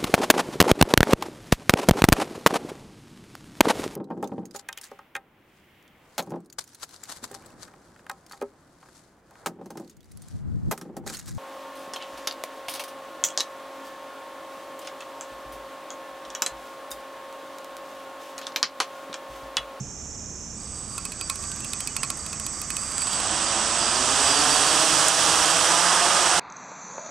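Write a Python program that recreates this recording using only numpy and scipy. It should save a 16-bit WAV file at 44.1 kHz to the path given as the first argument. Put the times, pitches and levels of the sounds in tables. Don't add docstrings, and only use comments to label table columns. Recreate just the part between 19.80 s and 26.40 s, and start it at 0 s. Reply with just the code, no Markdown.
import sys
import numpy as np
from scipy.fft import rfft, irfft, next_fast_len
from scipy.io import wavfile
from scipy.ndimage import uniform_filter1d, minimum_filter1d, map_coordinates

SR = 44100
rng = np.random.default_rng(int(sys.argv[2]) if len(sys.argv) > 2 else 0)


def wav_record(signal):
    frames = np.transpose(np.atleast_2d(signal))
    bounded = np.clip(frames, -1, 1)
    quanta = np.round(bounded * 32767).astype(np.int16)
    wavfile.write(sys.argv[1], SR, quanta)


N = 290883
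TIME = np.arange(N) / SR
CRUISE = 60


# frequency in Hz, level in dB.
WAKE_SPECTRUM = [(100, -46), (280, -14), (450, -14), (620, -6.5), (1250, -4), (1700, -7.5), (2250, -14.5),
                 (4000, -27), (9000, -68)]
TIP_SPECTRUM = [(1200, -21), (2250, -17.5), (2500, -2), (3300, 1), (3700, -3), (4400, -4), (4800, -1),
                (5700, 1), (7400, -3.5), (8300, 0.5), (9250, -2.5), (9600, -12.5), (11500, -48),
                (15000, -71)]
FIZZ_SPECTRUM = [(7000, -7.5), (10500, 0), (13000, -15.5), (15000, -37), (16000, -51)]

def blade_rush(spin, wake_db, tips_db, fizz_db, swish):
    speed = np.mean([speed for speed, _ in spin], axis=0)
    pace = speed / CRUISE
    passes = np.sqrt(np.mean([np.exp(swish * np.cos(2 * angle)) for _, angle in spin], axis=0))
    wake = amp(wake_db) * pace ** 2.38 * turbulence(speed, smooth_db=-1) * bite() * noise(WAKE_SPECTRUM)
    tips = amp(tips_db) * pace ** 2.6 * turbulence(speed, smooth_db=-11) * noise(TIP_SPECTRUM)
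    fizz = amp(fizz_db) * np.tanh(pace ** 8 / 4) * noise(FIZZ_SPECTRUM)
    return unit(passes) * (wake + tips + fizz)


# frequency in Hz, level in dB.
HUM_SPECTRUM = [(60, -26), (130, -17), (175, -8), (230, -8), (280, -4.5), (340, -7.5), (400, -5.5),
                (480, -9), (600, -2), (720, 1), (900, -2), (1060, -1), (1250, -1.5), (1600, -9),
                (2400, -20)]

def blade_hum(spin, hum_db, throb_db, steady, harmonics=11):
    hum, lift = np.zeros(N), bite()
    for (speed, angle), (_, _, _, _, rotor_db, *_) in zip(spin, MOTORS):
        pace = speed / CRUISE
        breakup = turbulence(speed, smooth_db=-41)
        throb = amp(throb_db + rotor_db) * np.tanh(pace ** 6)
        buzz = amp(hum_db + rotor_db) * pace ** 3.06 * lift
        for k in range(1, harmonics + 1):
            flicker = steady + (1 - steady) * wobble(30)
            partial = np.sin(2 * k * angle + 2 * np.pi * rng.random())
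            strength = throb if k < 4 else buzz
            hum += amp(along(HUM_SPECTRUM, 2 * k * speed)) * strength * breakup * flicker * partial
    return hum


def turbulence(speed, smooth_db, breakup_speed=32.5, spread=6):
    return amp(smooth_db * (1 - np.tanh((speed - breakup_speed) / spread)) / 2)


def bite(boost_db=3, lift_speed=86, spread=2.5):
    return amp(boost_db * (1 + np.tanh((spool()[0] - lift_speed) / spread)) / 2)


# time in seconds, turns a second of the fastest rotor.
THROTTLE = [(.75, 0), (.85, 7), (1, 13.5), (1.25, 19), (1.55, 22), (2, 24.6), (2.95, 26.7), (3.25, 45),
            (3.4, 51.5), (3.65, 56.5), (4.05, 58.3), (4.22, 65.5), (4.55, 74), (5, 81.5), (5.78, 83.5),
            (6.12, 91.5), (6.6, 89.5)]

def spool(late=0, inertia_s=0.1):
    demand = np.interp(TIME - late, *np.transpose(THROTTLE))
    speed = uniform_filter1d(demand, int(inertia_s * SR))
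    return abs(speed) * (demand > 0), np.maximum(np.gradient(speed) * SR, 0)


def rotors():
    speeds = [share * spool(late)[0] * (1 + 0.006 * wobble(6)) for share, late, *_ in MOTORS]
    return [(speed, 2 * np.pi * (np.cumsum(speed) / SR + rng.random())) for speed in speeds]


# share of the fastest one's speed, lag in seconds, switching pitch in Hz,
# then the trims in dB of whistle, blade hum, upper sideband and lower sideband.
MOTORS = [(1, 0, 8011, -3, -1, -6.5, -11), (.965, .06, 8015, -8, 0, -20, -22),
          (.91, .15, 7955, -10, -4, -14, -20), (.85, .17, 8012, -13, -9, -20, -7)]

def whistle(spin, whistle_db, flutter_db):
    tone = np.zeros(N)
    for (speed, angle), (_, late, hz, db, _, upper_db, lower_db) in zip(spin, MOTORS):
        magnets = 14 * angle
        carrier = 2 * np.pi * (hz * TIME + rng.random()) + .65 * speed / CRUISE * wobble(45)
        sides = amp(upper_db) * np.sin(carrier + magnets) + amp(lower_db) * np.sin(carrier - magnets)
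        centre = amp(db + flutter_db * wobble(25)) * np.sin(carrier)
        tone += current(late) * (centre + sides)
    return amp(whistle_db) * tone


# pitch in Hz, width in Hz, weight in dB.
CASING_MODES = [(1150, 230, 0), (4650, 135, .3), (4900, 170, -2), (7100, 140, -8), (8100, 1050, 0)]
# frequency in Hz, level in dB.
BEARING_SPECTRUM = [(700, -12), (1500, 3), (3800, 4.5), (9000, 0.5), (12000, -38), (16000, -49)]

def casing(spin, casing_db, cogging_db, ring_db, grind_db, bearings_db, stalled):
    def resonance(hz):
        modes = sum((-1) ** k * amp(db) * 1j * hz * width / (pitch ** 2 - hz ** 2 + 1j * hz * width)
                    for k, (pitch, width, db) in enumerate(CASING_MODES))
        return modes * abs(modes)

    cogging = sum(np.sin(84 * angle) for _, angle in spin)
    shake = amp(ring_db) * cogging + amp(grind_db) * rng.standard_normal(N)
    ring = filtered(shake * amp(2 * wobble(22.5)), resonance)
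    hiss = amp(bearings_db) * noise(BEARING_SPECTRUM)
    drive = current() * (stalled + (1 - stalled) * np.tanh(spin[0][0] / 12))
    return amp(casing_db) * drive * (amp(cogging_db) * cogging + ring + hiss)


def current(late=0, load_db=10, surge_db=3.5):
    speed, acceleration = spool(late)
    draw = (speed > 0) * amp((load_db * speed + surge_db * acceleration) / CRUISE)
    return uniform_filter1d(draw, SR // 50)


# frequency in Hz, level in dB.
WINDING_SPECTRUM = [(7000, -120), (7650, -25), (7870, -7), (7960, 0), (8060, -5), (8250, -25), (9000, -120)]

def windings(shrill_db, flutter_db):
    load = uniform_filter1d(turbulence(spool(late=.1)[0], smooth_db=-24), SR // 4)
    return amp(shrill_db + flutter_db * wobble(14)) * load * noise(WINDING_SPECTRUM)


# peak time in seconds, pitch in Hz, glide in Hz per second, level in dB,
# half length in seconds.
SQUEALS = [(1.43, 4680, 0, -42, .04), (1.73, 1550, 500, -50, .04), (1.845, 2720, 2500, -46, .022),
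           (2.025, 3200, -2000, -50, .02), (2.11, 2950, 2000, -51, .02), (2.197, 2740, 0, -44, .012),
           (3.22, 4650, 0, -40.5, .05), (3.25, 7980, 0, -32, .08), (3.34, 4630, -500, -36, .025),
           (3.68, 4760, 0, -35, .035), (4.05, 4750, 0, -34, .05), (4.07, 4910, -1700, -32.5, .05),
           (4.16, 4760, 0, -31.5, .025), (4.5, 4730, 0, -31, .04), (4.52, 4880, -1100, -30, .06),
           (4.59, 4600, 0, -28.5, .035), (4.735, 4615, 0, -28, .045), (4.89, 4605, 300, -30, .035),
           (6.08, 4900, 1300, -29, .06), (6.18, 5050, 0, -29.5, .025)]

def squeals(roughness):
    out = np.zeros(N)
    for peak_s, hz, glide, db, half_s in SQUEALS:
        t = TIME - peak_s
        phase = 2 * np.pi * (hz * t + glide * t ** 2 / 2) + roughness * wobble(110)
        out += np.sqrt(2) * amp(db) * np.exp(-(t / half_s) ** 2) * np.sin(phase)
    return out


# start in seconds, scrape level in dB, scrape tilt in dB per octave,
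# low knock in dB, high ring in dB, scrape's 60 dB decay in seconds.
GRASS_HITS = [(1.179, -20.5, 1.5, -32.5, -37, 0.021), (1.252, -19.5, 3, -41, -34, 0.017),
              (1.3195, -24.5, 1, -56, -37, 0.02), (1.4111, -16.5, -0.5, -36, -32.5, 0.013),
              (1.498, -14.0, 1.0, -28, -28.5, 0.019), (1.5566, -23, 1, -50, -46, 0.015),
              (1.6259, -27, 2, -54, -45, 0.012), (1.639, -26.5, -0.5, -54, -41, 0.012),
              (1.7165, -24.0, 0, -56, -55, 0.012), (1.7601, -29, 2, -56, -48, 0.02),
              (1.804, -24.5, 3, -52, -50, 0.012), (1.845, -25.5, 3, -52, -38, 0.024),
              (1.933, -14.0, 0.5, -42, -36, 0.014), (2.0046, -15, 1, -39, -45, 0.015),
              (2.0732, -14, 5, -44, -31, 0.014), (2.165, -13.0, 1.5, -34, -30, 0.015),
              (2.2318, -12.5, -1, -28.5, -27, 0.017), (2.2477, -25, -1.5, -50, -47, 0.012),
              (2.302, -12.5, -1.5, -32, -38, 0.014), (2.3712, -27, 8, -49, -50, 0.016),
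              (2.463, -21.5, 0, -50, -43, 0.015), (2.529, -22.0, 0.0, -40, -36, 0.017),
              (2.598, -16.0, 0.5, -39, -51, 0.012), (2.6643, -17.0, 2, -38, -38, 0.015),
              (2.729, -30, 5, -46, -58, 0.012), (2.816, -18, 5.0, -42, -40, 0.014),
              (2.903, -14, -1.5, -45, -33.5, 0.014), (2.967, -13.5, 1, -46, -33.5, 0.013),
              (3.0345, -27, 1.0, -47, -45, 0.015), (3.118, -23, -0.5, -52, -46, 0.012),
              (3.181, -3, -1.5, -46, -50, 0.0032), (3.2191, -16.5, -1, -39, -38, 0.012),
              (3.2703, -16, -3, -38, -38, 0.0089), (3.331, -14.5, -3, -44, -46, 0.012),
              (3.401, -20, -2, -42, -40, 0.012), (5.2832, -3.5, 3, -38, -38, 0.012)]
# frequency in Hz, level in dB.
SCRAPE_SPECTRUM = [(300, -18), (1200, -14), (3300, -4.5), (4400, -8), (6000, -6), (8600, 3.5),
                   (10200, -9.5), (10850, -4), (12400, -19), (14000, -17), (16000, -32)]
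# pitch in Hz, level in dB, 60 dB decay in seconds.
BLADE_MODES = [(1099, -1, 0.096), (1174, -5, .08), (1350, -3.5, 0.072), (2330, -10, 0.1), (2542, 0, 0.073),
               (4350, -8.5, 0.096), (4930, 1, 0.033)]

def grass_flicks(ring_db, attack_s):
    out, t = np.zeros((2, N + SR)), np.arange(SR // 8) / SR
    attack = 1 - np.exp(-t / attack_s)
    for start, scrape_db, tilt, low_db, high_db, scrape_t60 in GRASS_HITS:
        colour = [(hz, db + tilt * np.log2(hz / 8000)) for hz, db in SCRAPE_SPECTRUM]
        scrape = noise(colour, size=len(t)) * amp(scrape_db - 60 * t / scrape_t60)
        detune = 1 + 0.008 * rng.standard_normal()
        ring = np.zeros(len(t))
        for hz, db, t60 in BLADE_MODES:
            strike_db = (low_db if hz < 2000 else high_db) + db + rng.normal(0, 1)
            ring += amp(strike_db - 60 * t / t60) * np.sin(2 * np.pi * hz * detune * t)
        onset = round(start * SR)
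        out[:, onset:onset + len(t)] += attack * (scrape + amp(ring_db) * ring)
    return out[:, :N]


def bump(bump_db, hz, t60):
    envelope = amp(bump_db - 60 * TIME / t60) * (1 - np.exp(-TIME / 0.025))
    return envelope * (np.sin(2 * np.pi * hz * TIME) + 0.46 * np.sin(2 * np.pi * 205 * TIME))


# time in seconds, level in dB.
INSECT_EFFORT = [(0, 3.5), (.2, 5.5), (.7, 5.5), (.85, 2.5), (1.1, 0), (1.35, 1.5), (1.7, 6), (2.4, 4.5),
                 (2.7, 6.5), (3.1, 5.5)]
# frequency in Hz, level in dB.
RASP_SPECTRUM = [(5100, -38), (5190, -11), (5420, -9), (5480, -2), (5780, -3), (5890, -12), (6030, -4),
                 (6300, 1.5), (6600, -3), (6760, -8), (7100, 0), (7400, -2), (7620, -12), (8400, -18),
                 (9600, -42)]
WING_TONES = [(5480, -1), (5566, -4), (5949, -9), (6029, -7), (6212, -2), (6288, 0), (6530, -6), (6660, -6),
              (7058, -3), (7235, -4), (7337, -4)]

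def insect(rasp_db, wings_db, stroke_hz, left_db):
    strokes = 2 * np.pi * np.cumsum(stroke_hz * (1 + 0.004 * wobble(6.4))) / SR
    pulsing = 1 + .35 * np.cos(strokes)
    effort = amp(np.interp(TIME, *np.transpose(INSECT_EFFORT)))
    rasp = amp(rasp_db) * noise(RASP_SPECTRUM)
    wings = amp(wings_db) * wavering(WING_TONES, drift=0.92, rate=27)
    return balance(left_db) * effort * pulsing * (rasp + wings)


# frequency in Hz, level in dB.
RUMBLE_SPECTRUM = [(22, -47), (40, -6), (72, -2.5), (95, -2), (200, -4.5), (400, -12.5), (1100, -19.5),
                   (2000, -26.5), (4000, -33.5), (9000, -36), (15000, -61)]
MACHINE_TONES = [(36.8, -53.5), (71, -52), (218, -56.5), (2440, -68.5)]

def distance(rumble_db):
    return amp(rumble_db) * noise(RUMBLE_SPECTRUM) + wavering(MACHINE_TONES, drift=0.53, rate=6)


# frequency in Hz, left-right likeness from 0 to 1.
STEREO_LIKENESS = [(100, .9), (400, .99), (1200, .997), (2800, .98), (5500, .91), (9000, .65), (13000, .35)]

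def noise(spectrum, size=N):
    def mid_and_side(hz):
        width = np.arccos(np.clip(along(STEREO_LIKENESS, hz), -1, 1)) / 2
        return amp(along(spectrum, hz)) * [np.cos(width), np.sin(width)]

    mid, side = filtered(rng.standard_normal((2, size)), mid_and_side)
    return unit(np.array([mid + side, mid - side]))


def wavering(tones, drift, rate):
    return np.sqrt(2) * sum(amp(db) * np.sin(2 * np.pi * hz * TIME + drift * wobble(rate))
                            for hz, db in tones)


def wobble(rate):
    knots = rng.standard_normal(int(N * rate / SR) + 4)
    coarse = np.arange(0, N, 32)
    return np.interp(np.arange(N), coarse, map_coordinates(knots, [coarse * rate / SR]))


def filtered(x, response):
    size = next_fast_len(x.shape[-1] + SR // 10)
    return irfft(rfft(x, size) * response(np.fft.rfftfreq(size, 1 / SR)), size)[..., :x.shape[-1]]


def along(points, hz):
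    freqs, values = np.transpose(points)
    return np.interp(np.log(hz + 1), np.log(freqs + 1), values)


def balance(left_db):
    return amp(left_db * np.array([[.5], [-.5]]))


def amp(db):
    return 10 ** (np.asarray(db) / 20)


def unit(x):
    return x / np.sqrt(np.mean(x ** 2) + 1e-20)


# frequency in Hz, left minus right in dB.
MIX_PAN = [(100, -3), (400, -4), (1200, -4.5), (3000, -6), (6000, -7), (9500, -6.5), (14000, -3)]

def scene():
    spin = rotors()
    hum = blade_hum(spin, hum_db=-39, throb_db=-28.5, steady=.52)
    rush = blade_rush(spin, wake_db=-28.5, tips_db=-25, fizz_db=-31.5, swish=0.33)
    controllers = whistle(spin, whistle_db=-43.5, flutter_db=3)
    casings = casing(spin, casing_db=-48, cogging_db=-17, ring_db=-27, grind_db=13.5,
                     bearings_db=-8, stalled=0.27)
    motors = controllers + casings + windings(shrill_db=-35, flutter_db=2)
    grass = grass_flicks(ring_db=0.5, attack_s=0.00064)
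    buzz = insect(rasp_db=-46.5, wings_db=-59.5, stroke_hz=375, left_db=1)
    background = buzz + distance(rumble_db=-43) + bump(bump_db=-17, hz=133, t60=0.14)
    mix = hum + rush + motors + squeals(roughness=1) + grass + background
    return filtered(mix, lambda hz: balance(along(MIX_PAN, hz)))


def gain_control(x, ceiling_db, hold_s, firmness):
    lag, window = SR // 80, 2 * int(hold_s * SR / 2) + 1
    level = np.sqrt(abs(uniform_filter1d(np.mean(x ** 2, axis=0), lag)) + 1e-12)
    ducking = np.minimum(1, amp(ceiling_db) / level) ** firmness
    held = minimum_filter1d(ducking, window, origin=window // 2)
    return x * np.pad(uniform_filter1d(held, lag), (lag, 0), mode="edge")[:N]


def record(dry):
    levelled = gain_control(dry, ceiling_db=-18.5, hold_s=0.077, firmness=0.92)
    rounded = levelled / (1 + abs(levelled / .95) ** 8) ** (1 / 8)
    return filtered(rounded, lambda hz: hz < 16000)


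dry = scene()
out = record(dry)
wav_record(out)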